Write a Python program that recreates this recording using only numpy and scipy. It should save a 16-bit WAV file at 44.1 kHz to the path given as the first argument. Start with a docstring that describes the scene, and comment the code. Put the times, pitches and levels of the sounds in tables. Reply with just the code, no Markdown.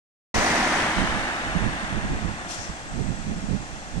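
"""A saloon car rolls close past a phone on a city junction and drives away: filtered noise for the roar,
hiss and tread noise of two axles and the rush under the bonnet, with a long echo off the house fronts.
Behind it: a steady wash and rumble of traffic, a far air-brake puff and a faint narrow-band whine.
Gusts buffet the two microphone ports, mostly the right, as low noise that tears and rings hollow."""
import sys
import numpy as np
from scipy import signal
from scipy.fft import rfft, irfft
from scipy.io import wavfile
from scipy.ndimage import uniform_filter1d, map_coordinates

SR = 44100
rng = np.random.default_rng(int(sys.argv[2]) if len(sys.argv) > 2 else 0)


def put_to_file(sound):
    """Save the sound as 16-bit audio at rate SR, in the file named by the first command-line argument."""
    columns = np.atleast_2d(sound).T  # one column per channel
    safe = np.clip(columns, -1, 1)
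    whole_steps = np.round(safe * 32767)
    wavfile.write(sys.argv[1], SR, whole_steps.astype(np.int16))


N = 176400

START_S, EDGE_S, TOP_HZ = 0.341, 0.004, 13700  # cut-in time; length of the edge ramps; top of the band

# Distant traffic
# wash spectrum: frequency_hz, level_db
TOWN_SPECTRUM = [(300, -6), (430, -9.5), (600, -0.5), (780, 3.5), (1000, -11), (1400, -2), (1750, -19),
                 (2150, -8), (2550, -8.5), (3100, -9.5), (4800, -11), (6000, -9.5), (7200, -9), (9000, -17),
                 (10200, -29), (13500, -41)]
# engine rumble spectrum: frequency_hz, level_db
RUMBLE_SPECTRUM = [(25, 4), (60, 6), (120, -14.5), (250, -15.5), (400, -13), (700, -11), (2000, -73)]
# likeness of the ports for far sound: frequency_hz, likeness_0_to_1
TOWN_ALIKE = [(400, 0.96), (800, 1), (2600, 1), (4500, 0.33)]
TOWN_DB, RUMBLE_DB, TOWN_LAG_S, TOWN_PAN_DB = -43, -48, 0.00029, -2

WHINE_HZ, WHINE_BAND_HZ, WHINE_S, WHINE_WIDTH_S = 7690, 80, 2.75, 1.0
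WHINE_DB, WHINE_WAVER_DB, WHINE_PAN_DB = -58.5, 1.8, 12

# Air brake spectrum: frequency_hz, level_db
BRAKE_SPECTRUM = [(1500, -12), (3000, -1), (4500, 0.5), (6000, 0), (7500, 0), (9000, -0.5), (10500, -15),
                  (13500, -23)]
BRAKE_S, BRAKE_ATTACK_S, BRAKE_HOLD_S, BRAKE_DECAY_S = 2.472, 0.042, 0.17, 0.09
BRAKE_DB, BRAKE_PAN_DB = -34, 4
VALVE_HZ, VALVE_WIDTH_HZ, VALVE_DB, VALVE_DECAY_S = 5700, 2700, -43.5, 0.051

# Wind gusts: centre_s, half_length_s, left_db, right_db, ring_db (hollow ring against the deep buffet)
GUSTS = [(0.374, .042, -52, -23.5, -17), (0.984, 0.016, -45, -19.5, -6), (1.03, 0.031, -50, -21.5, -17),
         (1.094, 0.0059, -29, -19, -12), (1.173, 0.067, -51, -30, -7), (1.504, 0.037, -60, -28, -19),
         (1.564, 0.015, -41, -19.5, -8), (1.646, .04, -42, -20.5, -5), (1.722, 0.048, -40, -32, -13),
         (1.841, .012, -43, -27.5, 2.5), (1.948, 0.046, -40, -25, -5), (1.983, 0.011, -33, -23.5, -6),
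         (2.061, .028, -28.5, -26, -1), (2.118, 0.017, -26, -18, -3.5), (2.165, 0.021, -32, -24.5, -4),
         (2.258, 0.052, -48, -25, -6), (2.604, 0.013, -59, -33, -9), (2.702, 0.0091, -55, -27, -12),
         (2.902, 0.025, -37.5, -47, -4), (2.987, 0.038, -45, -23, -3.5), (3.083, 0.049, -47, -22.5, 0.5),
         (3.137, 0.011, -46, -25, -1), (3.208, 0.024, -55, -28, -2), (3.301, 0.034, -33.5, -24, 1),
         (3.37, 0.022, -35, -28, 1), (3.441, 0.017, -37, -28, 4), (3.52, 0.038, -42, -22.5, 3.5),
         (3.59, 0.045, -46, -29.5, -9), (3.735, 0.031, -48, -31, -5), (3.975, 0.043, -39, -26, -3.5)]
# deep buffet spectrum: frequency_hz, level_db
BUFFET_SPECTRUM = [(20, 0), (40, 3.5), (65, -2), (100, -0.5), (130, -5.5), (175, 0.5), (230, -7),
                   (320, -13), (410, -21.5), (700, -39), (1500, -72), (5000, -92.5)]
# tearing noise spectrum: frequency_hz, level_db
TEAR_SPECTRUM = [(100, -11), (190, -1.5), (300, -3.5), (480, -7), (900, -27), (3000, -69)]
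# hollow port ring spectrum: frequency_hz, level_db
RING_SPECTRUM = [(90, -26.5), (150, -5.5), (195, 3), (250, -8.5), (400, -28), (1500, -81)]
BREEZE_DB, EDDY_HZ, EDDY_DB = -42.5, 45.16, 2  # wind between gusts; rate and depth of its flutter
GUST_EDGE, SWIRL_S = 2.4, 0.03  # exponent of gust rise and fall; time over which eddies even out
TEAR_DB, STRONG_DB = -9.5, -19.5  # tear against buffet in a gust of the strong level

# House-front echo spectrum: frequency_hz, level_db
ECHO_SPECTRUM = [(200, -17), (700, -12), (1100, 1), (1500, -2), (1850, -1), (2150, -15), (2700, -17),
                 (4500, -22), (9000, -23)]
ECHO_DB, ECHO_T60_S, ECHO_DELAY_S = -11.5, 7.1, 0.071

# Car
# tyre roar spectrum: frequency_hz, level_db
ROAR_SPECTRUM = [(30, -7), (120, -12), (210, -0.5), (320, 0), (430, -10), (700, -1), (950, -1.5),
                 (1300, -5), (2000, -2), (3000, -14.5), (5000, -29), (9000, -22.5), (10500, -42),
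                 (14000, -61)]
# tyre hiss spectrum: frequency_hz, level_db
HISS_SPECTRUM = [(1500, -4.5), (3000, -8.5), (4500, -3.5), (6200, -5.5), (7500, -9.5), (9000, -12),
                 (10200, -20), (13500, -29)]
# tread noise thrown backwards, spectrum: frequency_hz, level_db
HORN_SPECTRUM = [(500, -16.5), (1000, -9), (1400, -4), (1780, -3.5), (2100, -14), (2500, -10.5),
                 (3600, -13.5), (4700, -20.5), (9000, -42), (11000, -52)]
# rush from under the bonnet, spectrum: frequency_hz, level_db
BAY_SPECTRUM = [(300, -5.5), (550, 0), (760, 6.5), (1050, -11), (1450, -18), (2200, -45), (6000, -13.5),
                (10000, -34)]
# likeness of the ports for the car: frequency_hz, likeness_0_to_1
CAR_ALIKE = [(100, 0.94), (750, 0.97), (1700, 0.58), (3000, 0.56), (5000, 0.75)]
# roar and tread noise, apart from distance: time_s, level_db
TYRE_LEVEL = [(.35, -0.5), (.55, 0.5), (.68, .2), (.81, 1), (.95, 0), (1.45, 0), (1.85, 1.8), (2.03, 0.6),
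              (2.25, 0.1), (2.55, 1), (2.85, -2), (4.0, 1)]
SPEED_M_S, PASSES_S, LANE_M, WHEELBASE_M = 8.04, 0.46, 3.66, 1.9
PORT_LAG_S, FACING_S = 0.00024, 0.733  # largest lag between ports; time at which the car's lag is zero
ROAR_DB, HISS_DB, HORN_DB = -22, -31, -28.5  # before distance, direction and swell
ROAR_FALL, HISS_FALL, HORN_FALL = 1.235, 1.25, 1.76  # powers of distance
HISS_SHADOW_DB, HISS_PAN_DB, GRAIN_DB = 10, 5, 0.72  # hiss loss from behind; pan; asphalt roughness
BAY_DB, BAY_SHADOW_DB = -27.5, 13  # bay rush; its loss from behind

# Left port over right port: frequency_hz, difference_db
PORT_COLOUR = [(300, -3), (500, 7.5), (820, -3), (1100, 1.5), (1450, 2), (1750, -7.5), (2100, 1.5),
               (2520, 2), (3150, 7.5), (4600, 4), (6200, 11), (7700, -2), (9000, -7.5), (11000, -1.5)]
# Phase lead of the left port added by the phone: frequency_hz, lead_rad
PORT_LEAD = [(300, 0), (700, -0.36), (1000, 0.22), (1650, -0.5), (2000, 0.98), (2250, -0.17), (2750, 2.3),
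             (3000, 4), (4400, 12.5), (7000, 32.5), (13500, 77)]


def undb(db):
    """Decibels to gain."""
    return 10 ** (np.asarray(db) / 20)


def bins():
    """Frequencies in Hz of a full-length spectrum, at least 1."""
    return np.maximum(np.arange(N // 2 + 1) * SR / N, 1)


def read(table):
    """Interpolate (Hz, value) on a log-frequency axis."""
    hz, value = np.array(table, float).T
    return np.interp(np.log(bins()), np.log(hz), value)


def noise(db):
    """Noise of rms 1 with the given dB per frequency."""
    x = irfft(rfft(rng.standard_normal(N)) * undb(db), N)
    return x / x.std()


def walk(rate_hz):
    """Random line of spread about 1, with a new target rate_hz times a second."""
    step_samples = max(int(SR / rate_hz), 1)
    targets = rng.standard_normal(4096)
    line = np.interp(np.arange(N) / step_samples, np.arange(len(targets)), targets)
    return 1.2 * line  # restores the spread lost between targets


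def resonance(hz, width_hz):
    """Steep-sided resonance, in dB per frequency."""
    return -20 * np.log10(1 + ((bins() - hz ** 2 / bins()) / width_hz) ** 2)


def ports(db, alike, lag_s):
    """One noise at both ports: a direct part that lags at the right one, and independent scatter."""
    share = np.clip(read(alike), 0.01, 0.99)
    left = irfft(rfft(noise(db)) * np.sqrt(share), N)
    right = map_coordinates(left, [np.arange(N) - lag_s * SR], order=3, mode="mirror")
    scatter = [irfft(rfft(noise(db)) * np.sqrt(1 - share), N) for _ in range(2)]
    return np.array([left, right]) + np.array(scatter)


def pan(db):
    """Left and right gains for a level difference, left over right."""
    return undb(np.array([[db], [-db]]) / 2)


def town():
    """Distant traffic: a smooth wash of tyres over the rumble of engines."""
    wash = undb(TOWN_DB + 0.5 * walk(2.17)) * ports(read(TOWN_SPECTRUM), TOWN_ALIKE, TOWN_LAG_S)
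    rumble = undb(RUMBLE_DB + 1.1 * walk(8.6)) * ports(read(RUMBLE_SPECTRUM), TOWN_ALIKE, TOWN_LAG_S)
    return wash * pan(TOWN_PAN_DB) + rumble


def whine(t):
    """Thin narrow-band whine, perhaps a distant brake, that swells, falters and fades."""
    swell = np.exp(-((t - WHINE_S) / WHINE_WIDTH_S) ** 2)
    falter = undb(WHINE_WAVER_DB * walk(10))
    tone = noise(resonance(WHINE_HZ, WHINE_BAND_HZ))
    return undb(WHINE_DB) * swell * falter * tone * pan(WHINE_PAN_DB)


def air_brake(t):
    """Escaping air: a broad puff that dies away, and the valve's narrower hiss, held until it shuts."""
    age = np.maximum(t - BRAKE_S, 0)
    spectrum = read(BRAKE_SPECTRUM)
    puff = undb(BRAKE_DB) * np.exp(-age / BRAKE_DECAY_S) * ports(spectrum, TOWN_ALIKE, TOWN_LAG_S)
    held = np.exp(-np.maximum(age - BRAKE_HOLD_S, 0) / VALVE_DECAY_S)
    valve_spectrum = spectrum + resonance(VALVE_HZ, VALVE_WIDTH_HZ)
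    valve = undb(VALVE_DB) * held * ports(valve_spectrum, TOWN_ALIKE, TOWN_LAG_S)
    attack = np.minimum(age / BRAKE_ATTACK_S, 1)
    return attack * undb(0.68 * walk(50)) * (puff + valve) * pan(BRAKE_PAN_DB)


def swirl(spectrum):
    """Turbulence whose strength stays even from eddy to eddy."""
    x = noise(read(spectrum))
    return x / np.sqrt(uniform_filter1d(x ** 2, int(SWIRL_S * SR)))


def wind(t):
    """Eddies shake each port on its own; gusts add power to the breeze, strong ones tear and ring more."""
    out = []
    for port in range(2):
        power, ring_power = undb(BREEZE_DB) ** 2, 0
        for centre_s, half_s, *port_db, ring_db in GUSTS:
            gust = undb(port_db[port]) ** 2 * np.exp(-np.abs((t - centre_s) / half_s) ** GUST_EDGE)
            power = power + gust
            ring_power = ring_power + gust * undb(ring_db) ** 2
        force = np.sqrt(power)
        buffet = force * swirl(BUFFET_SPECTRUM)
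        tear = undb(TEAR_DB) * force * swirl(TEAR_SPECTRUM)
        ring = np.sqrt(ring_power) * swirl(RING_SPECTRUM)
        growth = np.sqrt(force / undb(STRONG_DB))  # tear and ring grow faster than the gust
        flutter = undb(EDDY_DB * walk(EDDY_HZ))
        flutter = flutter / np.sqrt(np.mean(flutter ** 2))
        out.append((buffet + (tear + ring) * growth) * flutter)
    return np.array(out)


def house_fronts(x, t):
    """Buildings around the junction return the car's sound as a long, dull wash: decaying-noise reverb."""
    age = np.maximum(t - ECHO_DELAY_S, 0)
    tail = np.minimum(age / ECHO_DELAY_S, 1) * undb(-60 * age / ECHO_T60_S)
    response = tail * ports(read(ECHO_SPECTRUM), TOWN_ALIKE, TOWN_LAG_S)
    band = (bins() > 900) & (bins() < 1800)  # unit mean power gain here
    response = response / np.sqrt(np.mean(np.abs(rfft(response[0]))[band] ** 2))
    return undb(ECHO_DB) * signal.fftconvolve(x[:1], response, axes=1)[:, :N]


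def engine_bay(t):
    """Fan and engine rush from under the bonnet, hidden by the body once the nose has passed."""
    along_m = SPEED_M_S * (t - PASSES_S) + WHEELBASE_M / 2
    distance_m = np.hypot(along_m, LANE_M)
    behind = np.clip(along_m / distance_m, 0, 1)
    lag_s = PORT_LAG_S * SPEED_M_S * (t - FACING_S) / distance_m
    gain = undb(BAY_DB - BAY_SHADOW_DB * behind) * LANE_M / distance_m
    return gain * ports(read(BAY_SPECTRUM), CAR_ALIKE, lag_s)


def axle(t, offset_m):
    """One pair of tyres: roar falls with distance, hiss also from behind, tread noise is thrown backwards."""
    along_m = SPEED_M_S * (t - PASSES_S) + offset_m
    near = LANE_M / np.hypot(along_m, LANE_M)
    behind = np.clip(along_m * near / LANE_M, 0, 1)
    lag_along_m = SPEED_M_S * (t - FACING_S) + offset_m
    lag_s = PORT_LAG_S * lag_along_m / np.hypot(lag_along_m, LANE_M)

    roar = undb(ROAR_DB) * near ** ROAR_FALL * ports(read(ROAR_SPECTRUM), CAR_ALIKE, lag_s)
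    horn_gain = undb(HORN_DB) * 2 * behind * near ** HORN_FALL
    horn = horn_gain * ports(read(HORN_SPECTRUM), CAR_ALIKE, lag_s)
    hiss_gain = undb(HISS_DB - HISS_SHADOW_DB * behind) * near ** HISS_FALL
    hiss = hiss_gain * ports(read(HISS_SPECTRUM), CAR_ALIKE, lag_s) * pan(HISS_PAN_DB)

    swell = undb(np.interp(t, *np.array(TYRE_LEVEL).T))
    grain = undb(GRAIN_DB * walk(300))
    return (swell * (roar + horn) + hiss) * grain / np.sqrt(2)  # two axles share the power


def car(t):
    """Nose and front tyres pass first, the rear tyres one wheelbase later."""
    return engine_bay(t) + axle(t, WHEELBASE_M / 2) + axle(t, -WHEELBASE_M / 2)


def scene():
    """Street, coloured and delayed differently by each port, plus wind on the ports."""
    t = np.arange(N) / SR
    passing = car(t)
    street = town() + whine(t) + air_brake(t) + house_fronts(passing, t) + passing
    street = street * np.minimum(t / START_S, 1)  # full level from START_S
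    colour = undb(read(PORT_COLOUR) / 2)
    right_delay = np.exp(-1j * read(PORT_LEAD))
    return irfft(rfft(street) * np.array([colour, right_delay / colour]), N) + wind(t)


def record(dry):
    """Cut in and out abruptly, then low-pass steeply at TOP_HZ."""
    t = np.arange(N) / SR
    running = np.clip(np.minimum(t - START_S, t[-1] - t) / EDGE_S, 0, 1)
    low_pass = signal.ellip(10, 0.2, 80, TOP_HZ, fs=SR, output="sos")
    return signal.sosfilt(low_pass, dry * running)


dry = scene()
out = record(dry)
put_to_file(out)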